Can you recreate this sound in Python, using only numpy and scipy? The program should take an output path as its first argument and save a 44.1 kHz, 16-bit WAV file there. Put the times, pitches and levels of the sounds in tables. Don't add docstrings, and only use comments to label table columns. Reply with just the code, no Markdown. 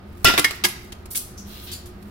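import sys
import numpy as np
from scipy import signal
from scipy.fft import rfft, irfft
from scipy.io import wavfile
from scipy.ndimage import uniform_filter1d

SR = 44100
rng = np.random.default_rng(int(sys.argv[2]) if len(sys.argv) > 2 else 0)


def wav_record(signal):
    frames = np.transpose(np.atleast_2d(signal))
    bounded = np.clip(frames, -1, 1)
    quanta = np.round(bounded * 32767).astype(np.int16)
    wavfile.write(sys.argv[1], SR, quanta)


N = 92610


def amp(db):
    return 10 ** (np.asarray(db) / 20)


def unit_rms(x):
    return x / np.sqrt(np.mean(x ** 2) + 1e-20)


def decay(t, t60_s):
    return np.exp(-np.log(1000) * t / t60_s)


def curve(points, hz):
    freq_hz, value = np.transpose(points)
    return np.interp(np.log(hz + 1), np.log(freq_hz + 1), value)


def envelope(points):
    return amp(np.interp(np.arange(N) / SR, *np.transpose(points)))


def pan(db):
    gains = amp(np.array([np.atleast_1d(db), -np.atleast_1d(db)]) / 2)
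    return gains / np.sqrt((gains ** 2).mean(0))


def place(start_s, sound):
    return np.pad(sound, ((0, 0), (round(start_s * SR), N)))[:, :N]


def colour(x, db_at):
    return irfft(rfft(x) * amp(db_at(np.fft.rfftfreq(x.shape[1], 1 / SR))), x.shape[1])


def burst(db_at, rise_s, hold_s, t60_s, grain_db, ripple_db=3.5, ripple_hz=89.36):
    t = np.arange(SR // 2) / SR
    grain_gain = amp(grain_db * np.repeat(rng.standard_normal(len(t)), 25)[:len(t)])
    ripple = rng.standard_normal(2000)
    spectrum = lambda f: db_at(f) + ripple_db * np.interp(f / ripple_hz, np.arange(len(ripple)), ripple)
    grains = unit_rms(colour(grain_gain * rng.standard_normal((2, len(t))), spectrum))
    return grains * np.minimum(t / rise_s, 1) * decay(np.maximum(t - hold_s - rise_s, 0), t60_s)


# freq_hz, level_db
AIR_SPECTRUM = [(25, -6), (84, 4.5), (150, -7.5), (212, -4), (270, -10.5), (373, -8.5), (530, -18),
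                (700, -14.5), (1000, -21), (1260, -18.5), (2500, -28.5), (5000, -35.5), (7000, -48),
                (16000, -54.5)]
# freq_hz, correlation
AIR_CORRELATION = [(30, 1), (120, 0.98), (300, 0.86), (700, 0.085), (2000, 0), (16000, 0.28)]
# pitch_hz, level_db
HUMS = [(204, -52), (357, -53), (1235, -64.5)]
# time_s, gain_db
HUM_SWELL = [(0, -1.5), (1.33, -3), (1.42, 9.5), (1.6, 2.5), (1.75, -7), (2.049, 9)]


def ventilation(noise_db=-41, hum_width_hz=12):
    hz = np.fft.rfftfreq(N, 1 / SR)
    left, independent = rfft(rng.standard_normal((2, N)))
    correlation = curve(AIR_CORRELATION, hz)
    right = correlation * left + np.sqrt(1 - correlation ** 2) * independent
    rumble = unit_rms(irfft(np.array([left, right]) * amp(curve(AIR_SPECTRUM, hz)), N))
    hums = []
    for pitch_hz, level_db in HUMS:
        band = rfft(rng.standard_normal(N)) / (1 + (2 * (hz - pitch_hz) / hum_width_hz) ** 2)
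        hums.append(amp(level_db) * unit_rms(irfft(band, N)))
    return amp(noise_db) * rumble + hums[0] * envelope(HUM_SWELL) + sum(hums[1:])


# freq_hz, level_db
CRUMB_SPECTRUM = [(300, -27), (2000, 1), (6000, -4), (11000, 0), (15000, 1)]
# time_s, level_db
CRUMB_LEVELS = [(0, -71), (0.183, -54.5), (0.559, -45), (.62, -67), (.85, -51), (.93, -65), (1.96, -65),
                (2.06, -57.5)]


def crumbs(ticks_per_s=790):
    ticks = (rng.random((2, N)) < ticks_per_s / SR) * rng.standard_normal((2, N))
    return unit_rms(colour(ticks, lambda f: curve(CRUMB_SPECTRUM, f))) * envelope(CRUMB_LEVELS)


CRACK_RISE_S, CRACK_GRAIN_DB = .0011, 2.5
# freq_hz, level_db
CRACK_SPECTRUM = [(40, -30), (150, -5.5), (330, -1.5), (700, -3), (1500, -3.5), (2800, -2.5), (5000, -4),
                  (7500, -7), (11000, -4), (16000, -12.5)]
# start_s, level_db, bass_db, treble_db, hold_s, t60_s
CONTACTS = [(0.2449, -3.5, 6.5, 4, 0.0067, 0.03), (0.294, -15, 8, -21, 0.0046, 0.053),
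            (0.3372, -20.5, 6, -15, 0.003, 0.061), (0.377, -11.5, 1.5, -8, 0.0061, 0.078),
            (0.3935, -12, 4, 4, 0.0028, 0.028), (0.443, -11.5, -10, -8.5, 0.0042, 0.05),
            (0.508, -25.5, -5, -8, 0.0035, 0.036), (0.638, -15, -10.5, -5.5, 0.0051, 0.062),
            (0.648, -13, -5, -2.5, 0.0043, 0.07), (0.683, -30.5, -12, 10, 0.0022, 0.1),
            (0.921, -35, -2.5, -5, 0.0053, 0.042), (1.056, -39.5, 5, 2, 0.0026, 0.045),
            (1.147, -31.5, -21, 0.5, 0.01, 0.032), (1.857, -44, -4, 11, 0.0028, 0.18),
            (2.025, -46.5, 3, -2, .002, 0.04)]


def cracks(bass_hz=650, middle_hz=2090, treble_hz=10000):
    out = np.zeros((2, N))
    for start_s, level_db, bass_db, treble_db, hold_s, t60_s in CONTACTS:
        tilt = [(bass_hz, bass_db), (middle_hz, 0), (treble_hz, treble_db)]
        spectrum = lambda f: curve(CRACK_SPECTRUM, f) + curve(tilt, f)
        crack = burst(spectrum, CRACK_RISE_S, hold_s, t60_s, CRACK_GRAIN_DB)
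        out += place(start_s, amp(level_db) * crack)
    return out


THUMP_START_S, PUSH_S, DRAUGHT_PAN_DB = .2465, .0053, 10.5
# pitch_hz, level_db, t60_s
SUPPORT_MODES = [(93, -12.5, 0.12), (134.3, -3, 0.12)]


def thump(level_db=-10.5, bounce_pan_db=5.5):
    t = np.arange(SR // 2) / SR
    push = (1 - t / PUSH_S) * np.exp(-t / PUSH_S) * np.minimum(t / .0005, 1)
    bounce = sum(amp(db) * decay(t, t60_s) * np.sin(2 * np.pi * hz * t) for hz, db, t60_s in SUPPORT_MODES)
    thud = pan(DRAUGHT_PAN_DB) * push + pan(bounce_pan_db) * bounce
    return place(THUMP_START_S, amp(level_db) * thud)


# freq_hz, level_db
DRAUGHT_SPECTRUM = [(50, 0), (170, -7.5), (900, -70)]


def draught(level_db=-21.5):
    gust = burst(lambda f: curve(DRAUGHT_SPECTRUM, f), rise_s=PUSH_S, hold_s=0, t60_s=.25, grain_db=0)
    return place(THUMP_START_S, amp(level_db) * pan(DRAUGHT_PAN_DB) * gust)


# pitch_hz, level_db, t60_s, pan_db
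PLATE = [(292, -20, .25, -2), (1388, 0, .15, 5), (1950, -11, .15, 0), (1991, -11, .15, 1),
         (2551, -10, .15, -8), (2685, -10, .15, -3), (2726, -9, .15, -2), (2771, -7, .14, -4),
         (2923, -9, .15, -4), (2987, -7, .14, -8), (3431, -13, .13, 2), (4521, -17, .12, 9),
         (4860, -15, .15, 3), (5317, -6.5, .1, 7), (7666, -15, .1, 5), (10230, -20, .15, 0)]
BENCH = [(298, 0, .22, -2), (1380, -6, .2, -9), (2042, -2, .14, 1), (2678, -6, .17, -8)]
CHUNK = [(1091, -14, .08, 0), (1783, -2, .07, -7), (1883, -6, .09, -7), (2156, .5, .125, 1),
         (3280, -12, .12, 2), (5025, -4, .05, 3)]
SHARD = [(360, -3, .13, -3), (1225, -2, .06, -4), (1665, -4, .09, -7), (2140, -6, .12, 0),
         (2822, -3, .08, -4), (3222, -4, .08, 4), (3450, -3, .08, 0), (4775, 3, .06, 0), (4900, 2, .055, 0),
         (5982, -3, .055, 7)]
SPLINTER = [(10030, 2.5, .18, -3), (13080, -3, .26, -3)]
CHIP = [(1690, -9, .07, -2), (2210, -1, .06, -2), (3300, 3, .045, 0)]
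SLIVER = [(4420, 0, .24, 2), (4516, 0, .22, -2), (4690, -3, .18, -2), (4807, -2, .24, 1),
          (7040, -1, .19, 3), (7115, -3.5, .28, 3), (7450, -6, .18, 0), (11130, -2.5, .17, -1),
          (14320, -6, .17, -5)]
# start_s, level_db, rise_s, modes
BLOWS = [(.251, 0, .006, PLATE), (.380, -22, .004, BENCH), (.444, -10, .002, CHUNK),
         (.641, -17, .004, SHARD), (.684, -34, .003, SPLINTER), (1.149, -33, .004, CHIP),
         (1.717, -36, .02, SLIVER)]


def rings(waver_depth=.33, waver_hz=45, mic_gap_s=.00002):
    out, t = np.zeros((2, N)), np.arange(SR) / SR
    mic_t = t - np.array([[0], [mic_gap_s]])
    for start_s, level_db, rise_s, modes in BLOWS:
        attack = np.minimum(t / rise_s, 1)
        for pitch_hz, mode_db, t60_s, pan_db in modes:
            knots = rng.standard_normal((200, 2)) @ [1, 1j]
            waver = 1 + waver_depth * np.interp(t * waver_hz, np.arange(len(knots)), knots)
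            tone = (waver * np.exp(2j * np.pi * (pitch_hz * mic_t + rng.random()))).real
            out += place(start_s, amp(level_db + mode_db) * pan(pan_db) * attack * decay(t, t60_s) * tone)
    return out


# freq_hz, level_db
CRUNCH_SPECTRUM = [(450, -2), (800, -10), (2000, -0.5), (2500, -0.5), (3200, 0), (4200, -7.5), (5400, -7.5),
                   (8000, -18), (16000, -21)]


def crunch(start_s=.252, level_db=-7, hold_s=.03, t60_s=.08):
    crush = burst(lambda f: curve(CRUNCH_SPECTRUM, f), CRACK_RISE_S, hold_s, t60_s, CRACK_GRAIN_DB)
    return place(start_s, amp(level_db) * crush)


# freq_hz, level_db
SKID_SPECTRUM = [(100, -32), (1000, -16), (2000, -9.5), (4000, -1), (6500, 0), (10000, 2.5), (13500, 1),
                 (16000, -0.5)]
# start_s, level_db, rise_s, hold_s, t60_s, squeak_hz, squeak_db, treble_db
SKIDS = [(1.103, -32, 0.0085, .004, 0.31, 11700, 6.5, 5.5),
         (1.153, -21.5, 0.0024, 0.021, 0.11, 9750, 3, 3.5), (1.372, -41, 0.0075, 0.015, 0.23, 5940, 15, -4),
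         (1.434, -46, 0.098, 0.11, 0.2, 3740, -1, -37), (1.45, -46.5, 0.039, 0.19, .25, 14000, 7, 3),
         (1.628, -40.5, 0.0085, 0.015, 0.23, 14400, 0, 28),
         (1.665, -40.5, 0.0084, 0.056, 0.072, 3240, 5.5, -28),
         (1.714, -34, 0.0035, 0.022, 0.19, 4370, 3.5, -6)]


def skids(squeak_width_oct=.26):
    out = np.zeros((2, N))
    for start_s, level_db, rise_s, hold_s, t60_s, squeak_hz, squeak_db, treble_db in SKIDS:
        tilt = [(4000, 0), (12000, treble_db)]
        squeak = lambda f: squeak_db * np.exp(-(np.log2((f + 1) / squeak_hz) / squeak_width_oct) ** 2)
        spectrum = lambda f: curve(SKID_SPECTRUM, f) + curve(tilt, f) + squeak(f)
        scrape = burst(spectrum, rise_s, hold_s, t60_s, grain_db=3, ripple_db=2)
        out += place(start_s, amp(level_db) * scrape)
    return out


# freq_hz, t60_s
ROOM_DECAY = [(100, 0.33), (400, 0.29), (1000, 0.6), (2100, 0.63), (3200, 0.51), (5000, 0.54), (9000, 0.37),
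              (16000, 0.33)]


def room(x, delay_s=.008):
    taps = rng.choice([-1., 1.], (2, SR)) * (rng.random((2, SR)) < .1)
    hz, t, bands = signal.stft(taps, SR, nperseg=256)
    _, tail = signal.istft(bands * decay(t, curve(ROOM_DECAY, hz)[:, None]), SR, nperseg=256)
    response = place(delay_s, tail / np.linalg.norm(tail[0]))
    return signal.fftconvolve(x, response, axes=1)[:, :N]


def scene():
    breaking = cracks() + crunch()
    ringing = rings()
    debris = skids() + crumbs()
    reverb = room(amp(-12) * breaking + amp(-18.5) * ringing + amp(-7.5) * debris)
    return breaking + ringing + debris + reverb + thump() + draught() + ventilation()


# freq_hz, pan_db
MIC_BALANCE = [(40, -3.5), (120, 3.5), (300, -3.5), (800, 0), (2000, -5), (3300, 0), (4500, 0.5), (8500, 7),
               (10500, -1.5), (12500, -5), (16000, -10)]
LIMIT_DB, RELEASE_DB_PER_S, CLIP_CEILING, LOWPASS_HZ = -8, 200, .8, 15900


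def record(dry):
    mics = irfft(rfft(dry) * pan(curve(MIC_BALANCE, np.fft.rfftfreq(N, 1 / SR))), N)
    power_db = 10 * np.log10(abs(uniform_filter1d((mics ** 2).mean(0), size=180)) + 1e-12)
    release_db = np.arange(N) * RELEASE_DB_PER_S / SR
    peak_db = np.maximum.accumulate(power_db + release_db) - release_db
    reduction_db = uniform_filter1d(np.maximum(peak_db - LIMIT_DB, 0), size=90)
    limited = mics / amp(reduction_db)
    clipped = limited / (1 + (limited / CLIP_CEILING) ** 6) ** (1 / 6)
    lowpass = signal.firwin(255, LOWPASS_HZ, window=("kaiser", 9), fs=SR)
    return signal.oaconvolve(clipped, lowpass[None], "same")


dry = scene()
out = record(dry)
wav_record(out)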